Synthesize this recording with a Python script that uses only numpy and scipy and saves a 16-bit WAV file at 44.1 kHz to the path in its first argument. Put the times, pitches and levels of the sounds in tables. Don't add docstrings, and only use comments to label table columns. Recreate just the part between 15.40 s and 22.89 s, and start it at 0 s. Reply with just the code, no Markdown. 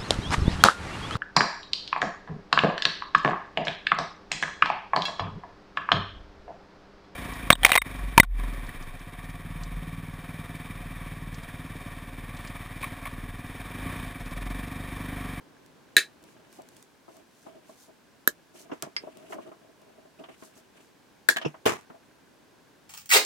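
import sys
import numpy as np
from scipy import signal
from scipy.fft import rfft, irfft, next_fast_len
from scipy.io import wavfile
from scipy.ndimage import uniform_filter1d, minimum_filter1d

SR = 44100
rng = np.random.default_rng(int(sys.argv[2]) if len(sys.argv) > 2 else 0)


def to_wav(s):
    ch = np.atleast_2d(s).T
    pcm = np.round(np.clip(ch, -1, 1) * 32767)
    wavfile.write(sys.argv[1], SR, pcm.astype(np.int16))


N = 330309
TIME = np.arange(N) / SR
AGE = np.arange(int(.3 * SR)) / SR

# f/Hz, density/dB per Hz
HUSH_SPECTRUM = [(25, -9), (50, -4.5), (80, -9), (145, -3), (229, -2.5), (373, -3), (714, -8), (988, -8.5),
                 (1260, -12.5), (1560, -10), (1840, -13.5), (5730, -20.5), (16000, -30.5)]
# f/Hz, width/Hz, height/dB
HUSH_RESONANCES = [(284, 66, 3), (1040, 38, 2)]
# t/s, gain/dB
HUSH_LEVEL = [(0, 4.5), (.5, 3.5), (1.41, 3), (1.45, -0.5), (2.7, 0), (5.7, 0.5), (6.6, 1.5), (7.49, 1)]
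HUSH_DB = -59.5
# first tick/s, end/s, interval/s
TICKING_RUNS = [(.007, 1.42, .08), (1.499, 6.3, .05333), (6.472, 7.45, .08)]
# f/Hz, level/dB, t60/s
TICKING_MODES = [(380, -67, .02), (1630, -57, .02), (2330, -64, .014)]

# t/s, level/dB
WIRE_TICKS = [(0.2616, -52), (0.828, -55), (0.839, -47.5), (1.1274, -49), (1.2194, -48), (1.288, -46),
              (1.3667, -45), (1.426, -44.5), (1.7679, -51), (3.4236, -23), (3.7715, -46), (4.417, -56.5),
              (5.9696, -29), (6.4103, -54)]
# f/Hz, density/dB per Hz
TICK_SPECTRUM = [(1000, -13.5), (3000, -3.5), (5000, -2.5), (7500, 0), (12000, -5.5), (16000, -10)]

# t/s, level/dB, ring length factor, body/dB, overtones/dB, 4 kHz modes/dB, top treble/dB, room/dB,
# room t60/s, room left-right likeness, lingering ring/dB, left channel lag/ms, left minus right/dB
CUTS = [(0.5666, 1, 1.32, -4, 1, 2.5, -1, -11.5, 0.14, 0.97, -26, 0, 0),
        (2.8756, 1.5, 0.81, 3.5, -49, -11.5, 6, -20.5, 0.08, 0.22, -55, 0.78, -3.5),
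        (5.8886, 3.5, 1.12, -5.5, -23.5, -19, -17, -12, 0.12, 0.6, -41.5, -2, 9.5)]
# f/Hz, level/dB, t60/s (before a length factor)
PLIERS_MODES = [(360, -3, .008), (620, -23.5, 0.018), (1130, -27.5, 0.0043), (1589, -9, 0.012),
                (1670, -4.5, 0.023), (1824, -7.5, 0.026), (1920, -14, 0.012), (2140, -12.5, .015),
                (2332, -10.5, .015), (2560, -11.5, 0.012), (3140, -15, 0.003), (3640, -11, .011),
                (3890, -7.5, 0.0092), (3974, -5.5, 0.0089), (4030, -12, 0.021), (5348, -16.5, 0.0027),
                (6242, -14.5, 0.0053), (6990, -6, 0.0063), (8846, -8.5, .008), (10970, -14.5, 0.0084),
                (12190, -6.5, 0.0065), (14260, -21.5, 0.02)]
CRACK_DB, CRACK_T60_S = -16, .014
CRACK_IN_ROOM_DB = 9
LINGER_T60_S, LINGER_HZ = .14, 1700
RADIATES_ABOVE_HZ = 240
# f/Hz, relative level/dB
WALL_SPECTRUM = [(100, -1.5), (420, 1.5), (800, 0.5), (2000, -2.5), (5000, -1.5), (9000, -4.5),
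                 (16000, -11.5)]

# start/s, length before release/s, level/dB, scratch re rub/dB
SLIDES = [(0.8, 0.59, -66, -2.5), (1.672, 0.13, -57, -11.5), (2.038, 0.13, -51, -16),
          (2.213, 0.12, -58, -11), (2.474, 0.033, -54, -21), (3.138, 0.15, -56.5, -8.5),
          (3.578, 0.315, -48.5, -15.5), (3.894, 0.19, -47, -15.5), (4.103, 0.21, -59.5, -16),
          (4.385, 0.276, -59, -14), (4.776, 0.026, -47, -12.5), (4.882, 0.046, -54, -3.5),
          (5.02, 0.23, -61.5, -7.5), (5.338, 0.069, -56, -7)]
# f/Hz, density/dB per Hz
RUB_SPECTRUM = [(70, -24), (150, -7.5), (300, 2), (650, -2), (1100, -14), (1600, -23), (3000, -42)]
# f/Hz, density/dB per Hz
SCRATCH_SPECTRUM = [(700, -5), (1500, -2.5), (2900, 2), (4500, -13.5), (9000, -12), (16000, -31)]
# f/Hz, width/Hz, height/dB
DRAG_RESONANCES = [(395, 160, 7.5), (520, 160, -14), (631, 110, 13.5), (840, 140, -5), (1270, 240, 6)]
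SLIDE_ATTACK_S, SLIDE_RELEASE_S = .02, 0.041
# start/s, length/s, level at the hardest grip/dB
SQUEEZES = [(0.82, 0.15, -66.5), (1.073, 0.15, -59.5), (1.235, 0.25, -64), (1.641, 0.19, -64),
            (1.858, 0.29, -65), (2.24, .11, -61.5), (2.315, 0.19, -57), (3.123, 0.14, -52.5),
            (3.6, 0.45, -69), (3.891, 0.068, -52), (4.68, 0.24, -75), (4.948, 0.18, -57),
            (5.132, 0.089, -58), (5.31, 0.21, -67)]
# f/Hz, density/dB per Hz
SQUEEZE_SPECTRUM = [(2000, -12), (4000, -0.5), (6500, 3), (9000, 0.5), (13000, -4), (16000, -11.5)]
GRIP_PEAK_SHARE = 0.59

# t/s, level/dB, weight of the low end/dB, contact/ms
KNOCKS = [(1.187, -35.5, -12.5, 1.35), (1.68, -42, -7, 1.0), (1.766, -58, 8, 0.61), (2.064, -40, -9, 0.85),
          (2.292, -43.5, -5.5, 1.04), (3.296, -43, 0, 0.72), (3.315, -35, -1, 0.49), (3.426, -35, -4, 0.48),
          (3.464, -37.5, -5, 1.27), (3.635, -32.5, -11, 1.5), (3.669, -33.5, -11.5, 1.35),
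          (3.923, -32.5, -17, 0.43), (3.958, -32.5, -12, 1.75), (3.983, -36.5, 0, 0.92),
          (4.115, -43.5, -5, 0.62), (4.246, -45, -17, 1.5), (4.414, -50, -18, 1.24), (4.492, -52, -18, 1.2),
          (4.652, -45.5, -15, 1.34), (4.838, -42.5, -12, 0.27), (4.886, -46.5, 3.5, 0.33),
          (5.022, -46.5, 3.5, 0.39), (5.163, -57, 11, 0.32), (5.892, -32.5, -6, 0.67),
          (5.96, -41.5, 8, 0.13), (5.966, -28, -38, .12), (6.013, -36.5, -23, 0.16),
          (6.022, -38.5, -12, 0.21), (6.047, -32, 8.5, 0.39), (6.141, -42.5, -17, 0.52),
          (6.255, -25, -7, 0.056), (6.26, -20.5, -5, 0.092), (6.499, -43, 0, .55), (6.543, -41.5, -16, 1.3)]
# f/Hz, density/dB per Hz
KNOCK_SPECTRUM = [(50, -60), (245, -24.5), (800, -27.5), (2300, -38.5), (7700, -47), (16000, -43.5)]
# f/Hz, width/Hz, height/dB
HOLLOW_RESONANCES = [(363, 200, 5), (482, 200, -8.5), (656, 61, 11), (872, 190, -5.5), (1020, 330, 3.5),
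                     (3060, 840, 9.5)]
KNOCK_T60_S, KNOCK_TREBLE_T60_S, KNOCK_ATTACK_S = 0.11, 0.07, 0.0017
WEIGHT_BELOW_HZ, SOFT_DB_PER_OCTAVE = 416, 21.5

# t/s, level/dB, t60/s
RASPS = [(3.315, -40.5, 0.05), (4.788, -53, .07), (4.838, -51, 0.034), (6.022, -36, 0.039),
         (6.05, -27.5, 0.085), (6.256, -30, 0.035)]
# f/Hz, density/dB per Hz
PIVOT_SPECTRUM = [(1200, -18.5), (2100, -16), (2600, 11), (3100, 1), (4200, -24), (5300, -4.5),
                  (6200, -11.5), (7500, -27), (16000, -50)]

# t/s, level/dB, boom/dB, rattle/dB, left channel lag/ms
THUMPS = [(3.3206, -32, -6, -46, 0.78), (3.3302, -33, -5, -58, 0.7), (3.431, -57.5, 26, -44.5, 0.25),
          (6.0608, -23, 7, -46, 0.65), (6.2618, -17, -25, -17, 0.28)]
# f/Hz, level/dB, t60/s
BENCH_MODES = [(149, -7.5, 0.11), (270, -36, 0.053), (316, -2, 0.075), (408, 3.5, 0.023), (471, 3, 0.039),
               (832, -5, .04)]
# f/Hz, density/dB per Hz
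RATTLE_SPECTRUM = [(47, -35), (80, -14), (208, -10), (316, -5.5), (422, -1), (471, -4), (527, -13),
                   (575, -9), (1140, -5), (1530, -12.5), (1990, -9.5), (4620, -25), (6590, -20.5),
                   (16000, -37.5)]

# t/s, level/dB
CLINKS = [(3.5653, -30.5)]
# f/Hz, level/dB, t60/s
JAW_MODES = [(1705, 2, 0.016), (2090, 10, 0.025), (2350, -8, .055), (2780, -21, 0.031), (3230, 1.5, 0.02),
             (4130, -19, 0.025), (4570, 6.5, 0.02), (5020, 4.5, 0.06), (5360, -1, 0.033),
             (5950, -12, 0.034), (8900, -31, .03)]
# t/s, level/dB
REBOUNDS = [(5.8910, -10.5), (5.962, -23), (5.9690, -17), (5.9847, -23)]

CUTOFF_HZ = 16300


def from_db(db):
    return 10 ** (np.asarray(db) / 20)


def rms_one(x):
    return x / np.sqrt(np.mean(x ** 2) + 1e-20)


def fade(t60):
    return np.exp(-np.log(1000) * AGE / max(t60, 1e-4))


def onset(time_constant):
    return 1 - np.exp(-AGE / time_constant)


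def swell(start, attack, length, release):
    age = TIME - start
    rise = age / max(attack, 1e-3)
    fall = 1 - (age - length) / max(release, 1e-3)
    return np.clip(np.minimum(rise, fall), 0, 1)


def add(out, s, sound, lag_ms=0):
    stereo = np.broadcast_to(sound, (2, sound.shape[-1]))
    for channel, side, part in zip(out, (1, -1), stereo):
        at = int((s + side * lag_ms / 2000) * SR)
        channel[at:at + len(part)] += part[:N - at]


def noise(spectrum, size, alike, peaks=()):
    padded = next_fast_len(size, True)
    hz = np.maximum(np.fft.rfftfreq(padded, 1 / SR), 1)
    points, level = np.transpose(spectrum)
    db = np.interp(np.log(hz), np.log(points), level)
    for centre, width, height in peaks:
        db = db + height / (1 + (2 * (hz - centre) / width) ** 2)
    white = rng.standard_normal((2, padded))
    shaped = irfft(rfft(white) * from_db(db), padded)[:, :size]
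    mid, side = shaped * np.sqrt(SR / 2)
    alike = np.clip(alike, -1, 1)
    return np.sqrt((1 + alike) / 2) * mid + np.sqrt((1 - alike) / 2) * side * [[1], [-1]]


def grain(size, per_s, depth_db):
    steps = np.clip(rng.standard_normal(int(size / SR * per_s) + 2), -2, 2)
    position = np.arange(size) / SR * per_s
    return rms_one(from_db(depth_db * np.interp(position, np.arange(len(steps)), steps)))


def ring(hz, t60, rise_cycles):
    lag_cycles = np.sqrt(hz / 200) + 0.15 * rng.standard_normal()
    build_up = 1 - np.exp(-(AGE * hz / rise_cycles) ** 2)
    return np.sin(2 * np.pi * (hz * AGE - lag_cycles)) * fade(t60) * build_up


def modes(table, rise_cycles):
    return sum(from_db(db) * ring(hz, t60, rise_cycles) for hz, db, t60 in table)


def room(sound, t60, alike):
    arrival = np.clip((AGE - .003) / 0.0073, 0, 1)
    echo = noise(WALL_SPECTRUM, len(AGE), alike) * fade(t60) * arrival
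    echo = rms_one(echo) / np.sqrt(len(AGE))
    return signal.fftconvolve(np.atleast_2d(sound), echo, axes=1)[:, :sound.shape[-1]]


def low_pass(sound, hz):
    return signal.sosfilt(signal.butter(1, hz, fs=SR, output="sos"), sound)


def radiated(sound):
    return signal.sosfilt(signal.butter(2, RADIATES_ABOVE_HZ, "high", fs=SR, output="sos"), sound)


def in_room(sound):
    return sound + from_db(-13) * room(sound, t60=0.1, alike=0.096)


def ticking():
    out = np.zeros((2, N))
    tick = modes(TICKING_MODES, rise_cycles=1.5)
    for first, end, interval in TICKING_RUNS:
        for s in np.arange(first, end, interval):
            add(out, s, from_db(1.5 * rng.standard_normal()) * tick)
    return out


def hush():
    air = from_db(HUSH_DB) * rms_one(noise(HUSH_SPECTRUM, N, alike=0.4, peaks=HUSH_RESONANCES))
    low = low_pass(air, 1500)
    gain = from_db(np.interp(TIME, *np.transpose(HUSH_LEVEL)))
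    return air - low + (low + ticking()) * gain


def wire_ticks():
    out = np.zeros((2, N))
    for s, level_db in WIRE_TICKS:
        burst = rms_one(noise(TICK_SPECTRUM, len(AGE), alike=0.69))
        add(out, s, from_db(level_db) * burst * fade(0.014))
    return in_room(out)


def snaps():
    out = np.zeros((2, N))
    for (s, level_db, length, body_db, over_db, jaw_db, edge_db,
         room_db, room_t60, alike, linger_db, lag_ms, pan_db) in CUTS:
        strike_hz = [1520, 1700, 1950, 3300, 3800, 4300, 5300, 9000, 10800]
        strike_db = [body_db, 0.0002, over_db, over_db, jaw_db, jaw_db, over_db, over_db, edge_db]
        blow, after = 0, 0
        for hz, mode_db, t60 in PLIERS_MODES:
            gain = from_db(mode_db + np.interp(hz, strike_hz, strike_db))
            blow = blow + gain * ring(hz, t60 * length, rise_cycles=1.15 * np.sqrt(hz / 1700))
            if hz > 1600:
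                linger_t60 = LINGER_T60_S * (LINGER_HZ / hz) ** .5
                after = after + gain * ring(hz, linger_t60, rise_cycles=4.6)
        crack = rms_one(noise(TICK_SPECTRUM, len(AGE), alike=0.55)) * fade(CRACK_T60_S * length)
        crack = from_db(CRACK_DB) * crack
        pan = from_db(pan_db * np.array([[.5], [-.5]]))
        add(out, s, from_db(level_db) * pan * (blow + crack), lag_ms)
        reflected = room(blow + from_db(CRACK_IN_ROOM_DB) * crack, room_t60, alike)
        tail = from_db(room_db) * reflected + from_db(linger_db) * after
        add(out, s, from_db(level_db) * tail)
    return radiated(out)


def slides():
    rub = rms_one(noise(RUB_SPECTRUM, N, alike=0.077, peaks=DRAG_RESONANCES))
    rub = rub * grain(N, per_s=44, depth_db=6)
    scratch = rms_one(noise(SCRATCH_SPECTRUM, N, alike=0.041)) * grain(N, per_s=140, depth_db=4.5)
    rubbing, scratching = 0, 0
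    for s, length, level_db, scratch_db in SLIDES:
        motion = from_db(level_db) * swell(s, SLIDE_ATTACK_S, length, SLIDE_RELEASE_S)
        rubbing = rubbing + motion
        scratching = scratching + from_db(scratch_db) * motion
    return rub * rubbing + scratch * scratching


def squeezes():
    sheath = rms_one(noise(SQUEEZE_SPECTRUM, N, alike=0.16)) * grain(N, per_s=740, depth_db=3)
    grip = 0
    for s, length, level_db in SQUEEZES:
        tighten = GRIP_PEAK_SHARE * length
        grip = grip + from_db(level_db) * swell(s, tighten, tighten, length - tighten)
    return sheath * grip


def knocks():
    out = np.zeros((2, N))
    hz = np.geomspace(30, 18000, 40)
    points, level = np.transpose(KNOCK_SPECTRUM)
    hard = np.interp(np.log(hz), np.log(points), level)
    bass = 1 / (1 + (hz / WEIGHT_BELOW_HZ) ** 4)
    for s, level_db, weight_db, contact_ms in KNOCKS:
        octaves_over = np.log2(1 + (hz * contact_ms / 1000) ** 6) / 6
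        colour = np.column_stack([hz, hard + weight_db * bass - SOFT_DB_PER_OCTAVE * octaves_over])
        contact = noise(colour, len(AGE), alike=0.032, peaks=HOLLOW_RESONANCES)
        contact = contact * grain(len(AGE), per_s=406, depth_db=-0.5)
        dull = low_pass(contact, 2200)
        sound = dull * fade(KNOCK_T60_S) + (contact - dull) * fade(KNOCK_TREBLE_T60_S)
        add(out, s, from_db(level_db) * sound * onset(KNOCK_ATTACK_S))
    return out


def rasps():
    out = np.zeros((2, N))
    for s, level_db, t60 in RASPS:
        slips = rms_one(noise(PIVOT_SPECTRUM, len(AGE), alike=0.38))
        slips = slips * grain(len(AGE), per_s=690, depth_db=0.5)
        add(out, s, from_db(level_db) * slips * fade(t60) * onset(0.0044))
    return out


def thumps():
    out = np.zeros((2, N))
    for s, level_db, boom_db, rattle_db, lag_ms in THUMPS:
        struck = [(hz, db + boom_db * (hz < 200), t60) for hz, db, t60 in BENCH_MODES]
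        add(out, s, from_db(level_db) * modes(struck, rise_cycles=0.26), lag_ms)
        rattle = rms_one(noise(RATTLE_SPECTRUM, len(AGE), alike=0))
        rattle = rattle * grain(len(AGE), per_s=300, depth_db=3.0)
        add(out, s, from_db(rattle_db) * rattle * fade(0.24) * onset(0.0065))
    return out


def clinks():
    out = np.zeros((2, N))
    for s, level_db in CLINKS:
        steel = modes(JAW_MODES, rise_cycles=0.47)
        click = from_db(-3.5) * rms_one(noise(SCRATCH_SPECTRUM, len(AGE), alike=0.17)) * fade(0.055)
        add(out, s, from_db(level_db) * (steel + click), lag_ms=.3)
    return in_room(out)


def rebounds():
    out = np.zeros((2, N))
    for s, level_db in REBOUNDS:
        struck = [(hz, db - 5.8 * abs(np.log2(hz / 1600)), t60 * 1.95) for hz, db, t60 in PLIERS_MODES]
        add(out, s, from_db(level_db) * modes(struck, rise_cycles=0.99), lag_ms=.15)
    return radiated(out)


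def scene():
    tool = wire_ticks() + snaps() + rasps() + clinks() + rebounds()
    bench = slides() + squeezes() + knocks() + thumps()
    return hush() + tool + bench


def record(dry):
    top, low_cut_hz = 1.0, 65
    gain = top / np.maximum(np.abs(dry), top)
    lowest = minimum_filter1d(gain, size=17, axis=1)
    held = dry * uniform_filter1d(lowest, size=17, axis=1)
    thin = signal.sosfilt(signal.butter(2, low_cut_hz, "high", fs=SR, output="sos"), held)
    return signal.sosfilt(signal.ellip(10, .2, 70, CUTOFF_HZ, fs=SR, output="sos"), thin)


dry = scene()
out = record(dry)
to_wav(out)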